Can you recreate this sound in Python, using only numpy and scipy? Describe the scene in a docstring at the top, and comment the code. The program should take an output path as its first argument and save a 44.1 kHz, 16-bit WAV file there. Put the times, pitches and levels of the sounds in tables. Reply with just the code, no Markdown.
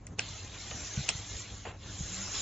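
"""A small room hums and rumbles throughout while a steam iron is worked over cloth on a padded board.
First its steam button clicks and rattles, then noise shaped into three bands of steam hisses out.
The hiss swells or is muffled as the iron moves; low pushes thud and grainy noise scuffs on the board,
with more clicks along the way. The steam sinks for a moment near 1.75 s, then swells to its loudest;
a soft low tone is heard from 2.1 s."""
import sys
import numpy as np
from scipy import signal
from scipy.fft import rfft, irfft
from scipy.io import wavfile
from scipy.ndimage import uniform_filter1d

SR = 44100
rng = np.random.default_rng(int(sys.argv[2]) if len(sys.argv) > 2 else 0)


def materialize(psi):
    """Save the field psi as 16-bit PCM at rate SR to the path in sys.argv[1].

    A 1-D psi becomes a single channel; in a 2-D psi each row is a channel.
    """
    bounded = np.clip(np.atleast_2d(psi).T, -1, 1)
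    quanta = np.round(bounded * 32767).astype(np.int16)
    wavfile.write(sys.argv[1], SR, quanta)


N = 106457  # length in samples


def amp(db):
    """Turn decibels into a plain multiplier."""
    return 10 ** (np.asarray(db) / 20)


def evened(x):
    """Scale to an average strength (rms) of 1."""
    return x / np.sqrt(np.mean(x ** 2) + 1e-20)


def read(points, hz):
    """Read a spectrum table at any pitch, in straight lines over log frequency."""
    f, value = np.transpose(points)
    return np.interp(np.log(hz + 1), np.log(f + 1), value)


def curve(points, column):
    """One column of a time table at every sample."""
    columns = np.transpose(points)
    return np.interp(np.arange(N) / SR, columns[0], columns[column])


def add(mix, start_s, sound):
    """Add a sound into the mix, cut off where the mix ends."""
    part = mix[..., round(start_s * SR):][..., :sound.shape[-1]]
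    part += sound[..., :part.shape[-1]]


def soft_start(t, rise_s):
    """A smooth climb from 0 towards 1."""
    return 1 - np.exp(-(t / rise_s) ** 2)


# Stereo width of every noise: f/Hz, level/dB (side minus mid)
NOISE_WIDTH = [(60, -45), (300, -19.5), (560, -8), (900, -6), (2100, -24.5), (2800, -5.5), (3900, -31),
               (4200, -3.5), (5200, 0), (6400, -10.5), (7600, -23)]


def noise(spectrum, patchy_db, flicker_db, size, count):
    """Stereo noise from random short spectra: narrow patches lasting count frames, and a shared flicker."""
    hop = size // 4
    hz = np.fft.rfftfreq(size, 1 / SR)
    draws = rng.standard_normal((N // hop + 5, len(hz), 5))
    a, b, c, d, patches = draws.T  # each is frequency by time
    flicker = evened(uniform_filter1d(patches[0], size=3))
    patches = uniform_filter1d(patches, size=3, axis=0)
    patches = evened(uniform_filter1d(patches, size=count, axis=1))
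    mid = a + 1j * b
    side = (c + 1j * d) * amp(read(NOISE_WIDTH, hz))[:, None]
    level_db = read(spectrum, hz)[:, None] + patchy_db * patches + flicker_db * flicker
    frames = np.array([mid + side, mid - side]) * amp(level_db)
    out = signal.istft(frames, nperseg=size, noverlap=size - hop)[1][:, :N]
    return out / np.sqrt(np.mean(out.mean(0) ** 2))  # mid has rms 1


def ring(modes, pitch, rise_s):
    """Dying modes set going by a short snap, peak 1; pitch multiplies the first column."""
    t = np.arange(3000) / SR
    out = np.zeros(len(t))
    for factor, db, t60 in modes:
        out += amp(db - 60 * t / t60) * np.sin(2 * np.pi * pitch * factor * t)
    out *= soft_start(t, rise_s)
    return out / abs(out).max()


# Room rumble spectrum: f/Hz, relative level/dB (per Hz)
RUMBLE_SPECTRUM = [(28, -29.5), (45, -7.5), (70, 0.5), (110, -5.5), (210, -12.5), (540, -22.5),
                   (1100, -28.5), (4600, -51.5), (6700, -36), (7550, -40), (7700, -100)]
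# Mains hum tones: f/Hz, level/dB (rms)
HUM_TONES = [(49, -57), (100.5, -53), (200, -64), (300, -66)]
RUMBLE_DB, HUM_WIDTH_HZ = -49.5, 3.9  # the width sets how far the hum wanders


def room():
    """Lumpy rumble with mains hum whose phase wanders at random, so it wavers."""
    t = np.arange(N) / SR
    hum = np.zeros(N)
    for hz, db in HUM_TONES:
        drift = np.cumsum(rng.standard_normal(N)) * np.sqrt(2 * np.pi * HUM_WIDTH_HZ / SR)
        drift = uniform_filter1d(drift, size=2000)
        hum += np.sqrt(2) * amp(db) * np.sin(2 * np.pi * hz * t + drift)
    rumble = noise(RUMBLE_SPECTRUM, patchy_db=1.0, flicker_db=3.5, size=2048, count=2)
    return hum + amp(RUMBLE_DB) * rumble


# Low soft tone: t/s, f/Hz, level/dB (rms)
MOAN_PATH = [(2.1, 175.4, -52.5), (2.2, 193, -48), (2.24, 196, -51), (2.29, 186, -59.5)]


def moan():
    """One soft sine tone that glides up, then dips a little as it fades."""
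    t = np.arange(N) / SR
    on = (t > MOAN_PATH[0][0]) & (t < MOAN_PATH[-1][0])
    tone = np.sin(2 * np.pi * np.cumsum(curve(MOAN_PATH, column=1)) / SR)
    return on * np.sqrt(2) * amp(curve(MOAN_PATH, column=2)) * tone


# Sole plate scuffing the cloth: t/s, level/dB, t60/s (time to die by 60 dB),
# board pitch (factor), treble over the rest (level/dB)
SCUFF_EVENTS = [(.186, -39, 0.092, 1.1, -3.5), (0.709, -41.5, 0.095, .92, 3.5),
                (1.086, -37, 0.086, 1.01, 1.5), (1.651, -38.5, 0.13, 1.124, -5.5),
                (1.664, -41.5, 0.32, 0.87, -24)]
# Rubbing noise: f/Hz, relative level/dB (per Hz)
SCUFF_SPECTRUM = [(250, -22), (420, -6), (620, -6), (900, -5.5), (1400, -11.5), (3000, -8), (5500, -61)]
# Ringing of the board: f/Hz before the scuff's pitch factor, relative level/dB, t60/s
BOARD_MODES = [(421, -3, 0.095), (658, 0.5, 0.059), (756, 2.5, 0.037)]
KNOCK_DB, KNOCK_RISE_S, SCUFF_SPLIT_HZ = 2, 0.0017, 1360  # knock level is relative to the scuff


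def scuffs():
    """The board rings shortly as grainy dull noise dies away, some rubs brighter than others."""
    dull_level, treble_level, knocks = np.zeros(N), np.zeros(N), np.zeros(N)
    t = np.arange(9000) / SR
    rise = soft_start(t, KNOCK_RISE_S)
    for s, db, t60, pitch, treble_db in SCUFF_EVENTS:
        add(dull_level, s, rise * amp(db - 60 * t / t60))
        add(treble_level, s, rise * amp(db + treble_db - 60 * t / t60))
        add(knocks, s, amp(db + KNOCK_DB) * ring(BOARD_MODES, pitch, KNOCK_RISE_S))
    rub = noise(SCUFF_SPECTRUM, patchy_db=-0.5, flicker_db=2.5, size=512, count=2)
    dull = signal.lfilter(*signal.butter(2, SCUFF_SPLIT_HZ, fs=SR), rub)
    treble = signal.lfilter(*signal.butter(2, SCUFF_SPLIT_HZ, "high", fs=SR), rub)
    # minus: the two filters are in opposite phase where they meet
    return knocks + dull_level * dull - treble_level * treble


# Iron meeting the padded board: t/s, peak level/dB, f/Hz
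THUD_EVENTS = [(0.307, -38, 108), (0.707, -37.5, 110), (0.9789, -22.5, 126), (0.9943, -26.5, 129),
               (1.009, -29.5, 121), (1.156, -30.5, 102), (1.36, -36, 58.5), (1.692, -34.5, 88),
               (2.011, -26.5, 129.5), (2.038, -34.5, 72), (2.06, -33, 93)]
THUD_RISE_CYCLES, THUD_TAIL_CYCLES = 0.5, 0.66
THUD_SAG, THUD_PHASE = 0.15, 0.3  # sag per cycle, phase in radians


def thuds():
    """Each a low push of a cycle or two that sags in pitch and dies slower than it rises."""
    out = np.zeros(N)
    t = np.arange(-1500, 2500) / SR
    for s, db, hz in THUD_EVENTS:
        turns = t * hz
        cycles = np.where(t < 0, THUD_RISE_CYCLES, THUD_TAIL_CYCLES)
        shape = np.exp(-(turns / cycles) ** 2)
        push = np.cos(2 * np.pi * turns * np.exp(-THUD_SAG * turns) + THUD_PHASE)
        add(out, s + t[0], amp(db) * shape * push)
    return out


# Rattle of the button: t/s, level/dB, rise/s, t60/s
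RATTLE_EVENTS = [(0.068, -54.5, 0.0035, 0.082), (0.183, -36.5, .004, 0.097), (0.202, -36, .003, 0.046),
                 (1.081, -34.5, 0.0022, 0.092), (1.09, -28.5, 0.0016, .045), (1.099, -34.5, 0.002, 0.053)]
# Rattle noise: f/Hz, relative level/dB (per Hz)
RATTLE_SPECTRUM = [(900, -14), (2800, -4), (4200, -10.5), (5500, -4), (8000, -15.5)]


def rattles():
    """Loose parts of the button shiver around the clicks: short bursts of broad noise."""
    level = np.zeros(N)
    t = np.arange(6000) / SR
    for s, db, rise_s, t60 in RATTLE_EVENTS:
        add(level, s, soft_start(t, rise_s) * amp(db - 60 * t / t60))
    return level * noise(RATTLE_SPECTRUM, patchy_db=6.0, flicker_db=0.0, size=256, count=3)


# Button clicks: t/s, hollow housing level/dB, bright spring level/dB, spring f/Hz, rise/s
CLICK_EVENTS = [(0.0674, -58, -40, 6730, 0.0018), (0.069, -72, -47, 2050, .0015),
                (0.1917, -65, -26.5, 5800, 0.00066), (0.1931, -17, -24, 5250, 0.0012),
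                (0.7111, -39, -35, 3700, 0.00036), (1.0897, -14.5, -24, 4310, 0.00034),
                (1.0901, -28.5, -19, 6500, 0.00076)]
# Ringing of the housing: f/Hz before the 0.96 pitch factor below, relative level/dB, t60/s
HOUSING_MODES = [(1632, -15, 0.055), (2205, -8.5, 0.018), (2813, 21, 0.0045), (3175, 6, 0.0055)]
# Ringing of the spring: multiple of the spring's f/Hz, relative level/dB, t60/s
SPRING_MODES = [(.86, -8, .006), (1, 0, .006), (1.17, -5, .006), (1.4, -16, .007)]
# Stereo width of the spring: f/Hz, level/dB (side minus mid)
SPRING_WIDTH = [(3000, -8), (7900, 7)]
ECHO_DB, ECHO_T60_S, ECHO_TOP_HZ = -16, 0.13, 6300


def button():
    """Housing sounds in the middle, the spring wide; nearby surfaces add a short echo."""
    housing, spring = np.zeros(N), np.zeros(N)
    for s, housing_db, spring_db, hz, rise_s in CLICK_EVENTS:
        add(housing, s, -amp(housing_db) * ring(HOUSING_MODES, 0.96, rise_s))
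        add(spring, s, amp(spring_db) * ring(SPRING_MODES, hz, rise_s))
    click = housing + spring
    t = np.arange(6000) / SR
    # the echo is dying noise that begins after 3 ms
    tail = rng.standard_normal((2, len(t))) * amp(-60 * t / ECHO_T60_S) * (t > .003)
    tail = signal.lfilter(*signal.butter(2, ECHO_TOP_HZ, fs=SR), tail)
    echo = signal.fftconvolve(click[None], tail / np.linalg.norm(tail[0]), axes=1)[:, :N]
    # 1j shifts the side by a quarter cycle
    width = amp(read(SPRING_WIDTH, np.fft.rfftfreq(N, 1 / SR)))
    side = irfft(1j * rfft(spring) * width, N)
    return click + np.array([side, -side]) + amp(ECHO_DB) * echo


# Steam flow: t/s, bright jet level/dB, middle hiss level/dB, dull hiss level/dB
STEAM_FLOW = [(.17, -86, -77, -74.5), (.19, -52, -50, -49), (.22, -55, -49.5, -52.5),
              (.36, -48.5, -51.5, -53.5), (.5, -52.5, -56, -54.5), (.65, -47, -50.5, -52),
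              (.73, -46, -50, -51), (.96, -44.5, -50, -48.5), (1.07, -44, -47, -50.5),
              (1.12, -47.5, -46, -48.5), (1.24, -48.5, -53.5, -54), (1.37, -45.5, -48.5, -51.5),
              (1.47, -52.5, -52.5, -54), (1.62, -55.5, -58.5, -58.5), (1.69, -59, -53.5, -51),
              (1.73, -66, -67.5, -57), (1.78, -66.5, -71, -64.5), (1.82, -57.5, -58, -59.5),
              (1.87, -50.5, -53.5, -55), (2.05, -45, -51.5, -52.5), (2.2, -40.5, -47.5, -47.5),
              (2.31, -41.5, -49.5, -47.5), (2.36, -37, -43.5, -44.5), (2.41, -36, -43.5, -46)]
# Bright jet: f/Hz, relative level/dB (per Hz)
JET_SPECTRUM = [(4300, -29.5), (5000, -8), (6300, 1), (7450, 2), (7560, -10.5), (7650, -74)]
# Middle hiss: f/Hz, relative level/dB (per Hz)
MIDDLE_SPECTRUM = [(1800, -72), (2900, 1.5), (4000, 4), (4300, 1), (5000, -7.5), (6000, -54.5)]
# Dull hiss: f/Hz, relative level/dB (per Hz)
DULL_SPECTRUM = [(200, -5), (450, -0.5), (900, -2.5), (2200, -0.5), (2800, -0.5), (4000, -85)]


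def steam():
    """A bright jet from the holes, a middle and a dull hiss through the cloth."""
    jet = noise(JET_SPECTRUM, patchy_db=3.5, flicker_db=1.0, size=512, count=14)
    middle = noise(MIDDLE_SPECTRUM, patchy_db=2.5, flicker_db=-1.25, size=512, count=14)
    dull = noise(DULL_SPECTRUM, patchy_db=3.5, flicker_db=0.38, size=1024, count=8)
    jet *= amp(curve(STEAM_FLOW, column=1))
    middle *= amp(curve(STEAM_FLOW, column=2))
    dull *= amp(curve(STEAM_FLOW, column=3))
    return jet + middle + dull


def scene():
    """All layers together, from the background to the steam."""
    return room() + moan() + scuffs() + thuds() + rattles() + button() + steam()


EDGE_HZ = 8689


def record(dry):
    """A steep low-pass filter takes away what lies above the edge."""
    lowpass = signal.firwin(511, EDGE_HZ, window=("kaiser", 9), fs=SR)
    return signal.oaconvolve(dry, lowpass[None], "same")


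dry = scene()
out = record(dry)
materialize(out)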